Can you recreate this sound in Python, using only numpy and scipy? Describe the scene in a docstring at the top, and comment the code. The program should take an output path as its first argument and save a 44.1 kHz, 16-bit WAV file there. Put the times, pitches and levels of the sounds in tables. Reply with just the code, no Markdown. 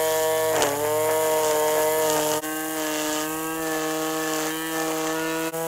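"""A cordless string trimmer edges along a pavement, then sweeps through grass.
The two ends of its spinning line pass the guard about 157 times a second and buzz. When the line bites
into the growth the motor slows, and every pass knocks and shreds; on concrete and grit the line cracks.
The motor hisses throughout, a low drone sits under the edging, and a light breeze touches the microphone.
Two short fades split the work into three stretches."""
import sys
import numpy as np
from scipy import signal
from scipy.fft import rfft, irfft
from scipy.io import wavfile
from scipy.ndimage import map_coordinates

SR = 44100
rng = np.random.default_rng(int(sys.argv[2]) if len(sys.argv) > 2 else 0)


def to_wav(s):
    """Save 16-bit WAV."""
    ch = np.atleast_2d(s).T  # columns
    pcm = np.round(np.clip(ch, -1, 1) * 32767)  # PCM
    wavfile.write(sys.argv[1], SR, pcm.astype(np.int16))


N = 250399

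# All levels are relative; the functions add their own gains.
# The tones in the buzz for each way of holding the head: multiple_of_pass_rate, level_db
UPRIGHT = [(1, -21.5), (2, -14.5), (3, 2), (4, 3.5), (5, -9.5), (6, -4.5), (7, -11), (8, -22.5), (9, -22),
           (10, -19), (11, -9.5), (12, -16.5), (13, -15.5), (14, -19), (15, -23), (16, -37), (17, -27),
           (18, -38), (19, -31), (20, -21.5), (21, -21.5), (22, -20.5), (23, -47), (24, -29)]
EDGING = [(1, -16.5), (2, -7.5), (3, 6.5), (4, 7), (5, -8), (6, 0.5), (7, -6.5), (8, -13), (9, -17.5),
          (10, -15.5), (11, -10), (12, -18.5), (13, -11.5), (14, -16), (15, -20.5), (16, -36.5), (17, -23),
          (18, -23), (19, -15.5), (20, -27), (21, -14), (22, -30)]
LIFTED = [(1, -13.5), (2, 5.5), (3, -0.5), (4, -2), (5, -1), (6, -14), (7, -2.5), (8, -11), (9, -25),
          (10, -0.5), (11, -4.5), (12, -6.5), (13, -10.5), (14, -22), (15, -24), (16, -21), (17, -29),
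          (18, -8.5), (19, -17), (20, -24), (21, -25), (22, -24)]
MOWING = [(1, -5.5), (2, 8), (3, 7.5), (4, 5), (5, 2), (6, -5.5), (7, 1.5), (8, -2.5), (9, -11), (10, -10),
          (11, -1.5), (12, -22), (13, -14), (14, -31), (15, -12.5), (16, -25.5), (17, -8), (18, -35),
          (19, -27), (20, -13.5), (21, -26), (22, -25.5)]
DIPPING = [(1, -15.5), (2, 3), (3, -1.5), (4, 1.5), (5, -9), (6, -4.5), (7, -10), (8, -6), (9, -30),
           (10, -13), (11, -7), (12, -16), (13, -13), (14, -18), (15, -21), (16, -20), (17, -28),
           (18, -15.5), (19, -14), (20, -12), (21, -18)]
SKIMMING = [(1, -11), (2, 1.5), (3, 1), (4, -3.5), (5, -17), (6, -5), (7, -12.5), (8, -11), (9, -6),
            (10, -23), (11, -10), (12, -16), (13, -16.5), (14, -20), (15, -16), (16, -13), (17, -11),
            (18, -13), (19, -25), (20, -23), (21, -18.5), (22, -44), (23, -34), (24, -24)]
DIGGING = [(1, -13.5), (2, -5), (3, 0.5), (4, 0.5), (5, -11.5), (6, -3.5), (7, -22.5), (8, -12), (9, -28),
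           (10, -24), (11, -19.5), (12, -17.5), (13, -52), (14, -27)]
SWINGING = [(1, -9.5), (2, 3.5), (3, 0.5), (4, -8.5), (5, -5), (6, -6.5), (7, -3), (8, -6), (9, -24),
            (10, -6), (11, -21), (12, -14.5), (13, -28), (14, -19), (15, -29), (16, -19), (17, -11.5),
            (18, -16), (19, -17), (20, -24), (21, -22), (22, -27)]
RAISED = [(1, -13), (2, 1), (3, -4.5), (4, -20), (5, -12.5), (6, -9), (7, -11), (8, -10), (9, -20.5),
          (10, -7), (11, -3.5), (12, -11), (13, -18), (14, -20), (15, -17), (16, -26), (17, -24),
          (18, -13.5), (19, -11.5), (20, -11), (21, -27), (22, -28), (23, -33), (24, -22.5)]
TURNED = [(1, -4), (2, -2), (3, 6), (4, 3), (5, -1), (6, -4), (7, -11), (8, -9.5), (9, -13), (10, -12),
          (11, -64), (12, -18.5)]
# How the head is held, each way gliding into the next: start_s, end_s, buzz_db, tone_table
STANCES = [(0, 0.49, -25, UPRIGHT), (0.6, 0.662, -26, DIGGING), (0.723, .8, -29, DIGGING),
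           (0.838, .97, -25, EDGING), (1.22, 2.02, -24.5, EDGING), (2.12, 2.179, -25.5, DIGGING),
           (2.208, 2.413, -27, DIGGING), (2.41, 2.736, -32.5, LIFTED), (2.8, 3.198, -30, DIPPING),
           (3.291, 3.55, -32.5, SWINGING), (3.64, 4.46, -30, MOWING), (4.515, 4.68, -33.5, RAISED),
           (4.79, 5.127, -29.5, MOWING), (5.172, 5.52, -29.6, SKIMMING), (5.534, 5.64, -29.7, TURNED)]
# The guard's whine swells and sinks as the head tilts: time_s, boost_db
WHINE_LEVELS = [(0, 0), (.7, -1.5), (1, -3), (1.25, 3), (1.5, -5), (1.8, 4), (2.1, 3.5), (2.5, -4.5),
                (3.7, 7.5), (3.95, -2), (4.2, 4), (4.6, -7), (4.76, 4.5), (4.95, -9), (5.2, 3), (5.68, -1)]
# The line bites into the growth: start_s, end_s, drag_hz, shred_db, grit_share (0-1), tick_db, knock_db
BITES = [(0.032, 0.266, 0.39, -45.5, .9, -41, -49), (0.551, 0.701, 39, -42, .95, -48, -23.5),
         (1.2, 1.42, 5.7, -48, 0.89, -49, -35.5), (1.422, 1.542, 12.8, -40, 1, -41, -33),
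         (1.54, 1.871, 5.3, -47, .9, -45.5, -33), (2.017, 2.21, 13.5, -40.5, .95, -40, -34),
         (2.202, 2.38, 7, -41, .9, -41, -34), (2.42, 2.66, 3.5, -67, 0.11, -60, -54),
         (2.73, 2.92, 12.6, -42.5, 0.29, -49, -39), (2.921, 3.19, 9.6, -40, 0.65, -41, -40),
         (3.6, 3.818, 9.7, -43, 0.07, -44, -40), (3.82, 4.24, 4.9, -43.5, 0.11, -42.5, -40.5),
         (4.228, 4.449, 9.6, -40.5, 0.19, -44, -35.5), (4.69, 5.071, 7.2, -43, 0.14, -46.5, -37.5),
         (5.089, 5.449, 2.68, -48, 0.09, -44.5, -40.5)]
# The line scuffs a clod and rattles briefly: time_s, knock_db
SCUFFS = [(.562, -26.5), (.635, -26.5), (.735, -26.5), (.855, -28.5), (1.11, -26.5), (1.4, -34),
          (1.56, -34), (1.785, -26.5), (2.0, -33), (2.18, -26.5), (2.33, -32), (4.9, -30)]
# The motor's hiss as its vents turn toward and away from the listener: time_s, level_db
HISS_LEVELS = [(0, -36), (.45, -37.5), (.76, -39.5), (1.08, -37.5), (1.22, -36.5), (1.55, -38),
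               (1.8, -35.5), (2.7, -37.5), (2.82, -38), (3.15, -39.5), (3.3, -38), (3.85, -41), (4.7, -39),
               (5.2, -43.5), (5.5, -41), (5.54, -39)]
# The low drone under the edging: time_s, level_db
DRONE_LEVELS = [(0, -51), (.5, -47), (.9, -44), (1.4, -51.5), (2.4, -51)]
# The line hits concrete and grit: time_s, snap_db, thump_db
CRACKS = [(.564, -23, -21), (.584, -27, -21), (.610, -23.5, -7), (0.6227, -13, -16), (0.631, -18, -16),
          (.637, -23, -6), (1.112, -30, -26), (2.1, -16, -30), (2.111, -25, -26), (2.165, -24, -31),
          (2.183, -36, -27), (2.317, -21, -24), (2.338, -21, -15), (4.336, -24, -30), (4.362, -23.5, -31),
          (4.801, -23.5, -30), (4.88, -25, -30)]
# Tone colours of the line's tip, the ground, the motor and the breeze: pitch_hz, level_db
TIP_COLOUR = [(1200, -27), (2400, -6), (3050, 2.5), (3700, -3), (4500, -6), (5500, -7.5), (7000, 1),
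              (9000, -12.5), (14000, -22.5)]
TURF_COLOUR = [(60, -26), (200, -13.5), (420, -1.5), (680, 3), (950, -0.5), (1300, -9.5), (1700, -6.5),
               (2300, -11), (3000, -18), (4000, -44), (8000, -76)]
GRIT_COLOUR = [(600, -14.5), (1600, -3), (2200, -24), (2950, 0), (4000, -11.5), (5500, -5.5), (7000, 1),
               (8300, -7), (9600, -21), (15000, -29)]
GRASS_COLOUR = [(300, -20), (800, -8), (1200, 6), (1450, 0.5), (1720, 5), (2300, -5.5), (3050, 0.5),
                (3800, -5), (4500, -2.5), (5500, -6.5), (6300, 0), (7400, -1), (9500, -19), (14000, -37)]
EDGING_HISS_COLOUR = [(1500, -14), (3300, -9), (4000, -11.5), (5200, -10), (6000, -17.5), (7000, 3),
                      (8100, -8), (8700, 1.5), (9500, -10.5), (10000, -4.5), (10550, 3.5), (11150, 0.5),
                      (11650, -4), (12500, 2), (14200, -4), (15700, -6.5)]
MOWING_HISS_COLOUR = [(1500, -14.5), (3000, -3.5), (4000, -19.5), (5400, -11), (6400, -3.5), (7700, 0.5),
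                      (8250, -3), (8700, -0.5), (9400, -7.5), (10700, 1), (11600, -4), (12800, -3),
                      (14000, 0), (15700, -6.5)]
BREEZE_COLOUR = [(15, -3), (45, -8), (75, -6), (130, -7), (1000, -43), (8000, -55)]

FADES_S = [2.412, 5.515]  # the edging ends at the first fade
# The line lightly brushes the ground, even between bites: pavement_db, grass_db
BRUSH_SHRED_DB = (-47, -53.5)
BRUSH_TICK_DB = (-46.5, -49.5)
BRUSH_KNOCK_DB = (-37.5, -42)
FREE_HZ, CREEP_HZ_PER_S = 158.33, 1.25  # passes a second with no load; the motor slowly gathers speed
INERTIA_S = .23  # how slowly the head loses and regains speed
BITE_EDGE_S = 0.077  # time the line takes to enter or leave the growth
TEAR_LAG_S = 0.048  # tall grass drags on the line for a moment before it tears
SPRAY_BUILD_DB = 2.5  # the spray thickens this much over a bite
WHINE_HZ, DRONE_HZ, TOP_HZ = 1765, 111.7, 15750


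def amp(db):
    """Turn decibels into a gain to multiply by."""
    return 10 ** (np.asarray(db) / 20)


def unit(x):
    """Scale x to an average power of 1."""
    return x / np.sqrt(np.mean(x ** 2) + 1e-20)


def clock():
    """The time of every sample, in seconds."""
    return np.arange(N) / SR


def curve(rows):
    """Join (time_s, value) points with straight lines."""
    return np.interp(clock(), *np.transpose(rows))


def wobble(rate):
    """A smooth curve through `rate` random values a second."""
    knots = rng.standard_normal(int(N * rate / SR) + 4)
    coarse = clock()[::64]
    return np.interp(clock(), coarse, map_coordinates(knots, [coarse * rate]))


def swell(peak_s, half_s):
    """A bell-shaped rise and fall."""
    return np.exp(-((clock() - peak_s) / half_s) ** 2)


def causal(gain):
    """Add timing (phase) to gains listed from 0 Hz up, so a body rings only after it is struck."""
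    cepstrum = irfft(np.log(np.maximum(gain, 1e-6)))
    half = len(cepstrum) // 2
    cepstrum[1:half] *= 2
    cepstrum[half + 1:] = 0
    return np.exp(rfft(cepstrum))


def ring(x, colour, size=2048):
    """Send x through a body with this tone colour."""
    hz, db = np.transpose(colour)
    grid = np.fft.rfftfreq(size, 1 / SR)
    gain = amp(np.interp(np.log(grid + 1), np.log(hz), db))
    response = irfft(causal(gain))
    return signal.fftconvolve(x, response / np.linalg.norm(response))[:N]


def ground_bounce(x, share, delay_s, sway):
    """Add the echo off the ground, whose delay drifts as the head is swung."""
    echo = np.interp(clock() - delay_s * np.exp(sway * wobble(3)), clock(), x)
    return unit(x + share * echo)


def bursts(passes, decay, scatter_db, uneven_db, steady, slap):
    """Each pass gives a slap and a dying puff over steady noise; one end of the line hits harder."""
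    index, cycle = passes.astype(int), passes % 1
    strength = amp(scatter_db * rng.standard_normal(2 * SR)[index] + uneven_db * (index % 2))
    puff = unit(strength * np.exp(-cycle / decay))
    pulse = unit(strength * np.sinc((cycle - .04) * 200))
    noise = unit((puff + steady) * rng.standard_normal(N))
    return unit(noise + slap * pulse)


def bite_depths(lag_s=0):
    """For each bite, how deep the line is in the growth (0-1)."""
    t = clock() - lag_s
    inside_s = np.array([np.minimum(t - start, end - t) for start, end, *_ in BITES])
    return np.clip(inside_s / BITE_EDGE_S + .5, 0, 1)


def head_speed():
    """Passes a second: each bite brakes the head, and its weight smooths the slowing and recovery."""
    drag_hz = np.array(BITES)[:, 2] @ bite_depths()
    keep = np.exp(-1 / (INERTIA_S * SR))
    sag_hz = signal.lfilter([1 - keep], [1, -keep], drag_hz)
    return FREE_HZ + CREEP_HZ_PER_S * clock() - sag_hz


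def workload(edging):
    """Levels (dB) of grit, torn grass, ticks and knocks: the powers of brushing, bites and scuffs add."""
    brush, ticks, knock = (amp(np.where(edging, *db)) ** 2
                           for db in (BRUSH_SHRED_DB, BRUSH_TICK_DB, BRUSH_KNOCK_DB))
    grit, grass = brush * edging, brush * ~edging
    depths = bite_depths(np.where(edging, 0, TEAR_LAG_S))
    for (start, end, _, shred_db, grit_share, tick_db, knock_db), depth in zip(BITES, depths):
        progress = np.interp(clock(), [start, end], [-.5, .5])
        contact = np.sin(np.pi / 2 * depth) ** 2
        spray = amp(shred_db + SPRAY_BUILD_DB * progress) ** 2 * contact
        grit += grit_share * spray
        grass += (1 - grit_share) * spray
        ticks += amp(tick_db) ** 2 * contact
        knock += amp(knock_db) ** 2 * contact
    knock += sum(amp(db) ** 2 * swell(time_s, half_s=0.028) for time_s, db in SCUFFS)
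    thickness_db = .5 * wobble(14)  # the growth is thicker in places
    return 10 * np.log10(np.array([grit, grass, ticks, knock]) + 1e-12) + thickness_db


def line_buzz(passes, speed_hz, waver_db, rolloff_db, lag, count=40):
    """One push of air per pass, shaped by guard and ground; the high tones waver as the line flutters."""
    multiples = np.arange(count + 1)
    linger = np.exp(-1j * lag * np.sqrt(multiples))  # low tones ring on under the guard and arrive later
    shapes = []
    for _, _, buzz_db, tones in STANCES:
        listed, db = np.transpose(tones)
        octaves_above = np.log2(np.maximum(multiples / listed[-1], 1))
        gain = amp(np.interp(multiples, listed, db) - rolloff_db * octaves_above)
        shape = amp(buzz_db) * linger * causal(gain) / np.linalg.norm(gain[2:7])
        shapes += [shape, shape]  # held from start_s to end_s
    times = np.ravel([stance[:2] for stance in STANCES])
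    whine_db = curve(WHINE_LEVELS)
    buzz = np.zeros(N)
    for k in multiples[1:]:
        flutter_db = waver_db * min(k / 12, 1) * wobble(16)
        near_whine = 1 / (1 + ((k * speed_hz - WHINE_HZ) / 110) ** 2)  # 1 at the guard's own pitch
        tone = np.array(shapes)[:, k]
        strength = np.interp(clock(), times, np.abs(tone))
        phase = 2 * np.pi * k * passes + np.interp(clock(), times, np.unwrap(np.angle(tone)))
        buzz += amp(flutter_db + near_whine * whine_db) * strength * np.cos(phase)
    return np.sqrt(2) * buzz


def line_whip(passes, tick_db):
    """The thin tip whips past the guard's edge, giving a wiry tick on every pass."""
    ticks = unit(np.sinc((passes % 1 - .1) * 200))
    return amp(tick_db) * ground_bounce(ring(ticks, TIP_COLOUR), share=.8, delay_s=.0016, sway=.15)


def cutting(passes, grit_db, grass_db, knock_db):
    """Each pass thuds into the turf and throws a spray of grit and torn grass."""
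    thuds = bursts(passes, decay=1.0, scatter_db=4, uneven_db=1.5, steady=0.99, slap=0.06)
    grit = bursts(passes, decay=0.35, scatter_db=4, uneven_db=1.5, steady=1.0, slap=0.18)
    grass = bursts(passes, decay=0.5, scatter_db=4, uneven_db=-1, steady=0.97, slap=0.18)
    return (amp(knock_db - 3) * ring(thuds, TURF_COLOUR)
            + amp(grit_db + 6.5) * ring(grit, GRIT_COLOUR)
            + amp(grass_db + 6.5) * ring(grass, GRASS_COLOUR))


def motor_hiss(passes, edging):
    """Motor brushes and cooling air hiss, pulsing with the shaft; the colour depends on the side heard."""
    flow = bursts(passes, decay=0.96, scatter_db=2.5, uneven_db=-4, steady=1.0, slap=0.06)
    flow = ground_bounce(flow, share=.25, delay_s=.0007, sway=.12)
    edging_side = amp(4) * ring(flow, EDGING_HISS_COLOUR)
    mowing_side = amp(3.5) * ring(flow, MOWING_HISS_COLOUR)
    return amp(curve(HISS_LEVELS)) * np.where(edging, edging_side, mowing_side)


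def breeze():
    """Soft puffs of air rumble on the microphone, with one gust."""
    gust_db = 6.5 * swell(peak_s=3.565, half_s=0.46)
    level_db = -61.5 + gust_db + 1.6 * wobble(12)
    return amp(level_db) * ring(rng.standard_normal(N), BREEZE_COLOUR)


def low_drone():
    """One low tone that wavers in pitch and loudness."""
    pitch_hz = DRONE_HZ + 1.6 * wobble(5.8)
    tone = np.sqrt(2) * np.sin(2 * np.pi * np.cumsum(pitch_hz) / SR)
    return amp(curve(DRONE_LEVELS) + 1.4 * wobble(4.86)) * tone


def cracks():
    """The line hits something hard: a sharp click, a brief spray of grit and a thump of the head."""
    snap, thump = np.zeros(N), np.zeros(N)
    for time_s, snap_db, thump_db in CRACKS:
        age_s = clock() - time_s
        snap += amp(snap_db) * (age_s > 0) * np.exp(-np.abs(age_s) / 0.0014) * rng.standard_normal(N)
        hit = round(time_s * SR)
        snap[hit] += amp(snap_db + 9)
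        thump[hit] += amp(thump_db)
    return amp(3) * ring(snap, GRIT_COLOUR) + amp(6) * ring(thump, TURF_COLOUR)


def scene():
    """The spinning head times the buzz, ticks, cutting and hiss; cracks, breeze and drone join them."""
    edging = clock() < FADES_S[0]
    speed_hz = head_speed()
    grit_db, grass_db, tick_db, knock_db = workload(edging)
    jitter = 0.0025 * amp((np.minimum(knock_db, -32) + 35) / 2) * wobble(90)  # drag makes passes uneven
    passes = 1 + np.cumsum(speed_hz) / SR + jitter  # running count of line ends passing the guard
    buzz = amp(1.9) * line_buzz(passes, speed_hz, waver_db=2.5, rolloff_db=28.5, lag=5.49)
    ticks = line_whip(passes, tick_db)
    ground = cutting(passes, grit_db, grass_db, knock_db) + cracks()
    trimmer = buzz + ticks + ground + motor_hiss(passes, edging)
    return (trimmer + breeze() + edging * low_drone())[None]


def record(dry):
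    """The sound fades out and back in between stretches; nothing above TOP_HZ is kept."""
    from_fade_s = np.min([np.abs(clock() - time_s) for time_s in FADES_S], axis=0)
    faded = dry * np.clip(from_fade_s / 0.032, .02, 1) ** 1.04
    return irfft(rfft(faded) * (np.fft.rfftfreq(N, 1 / SR) < TOP_HZ), N)


dry = scene()
out = record(dry)
to_wav(out)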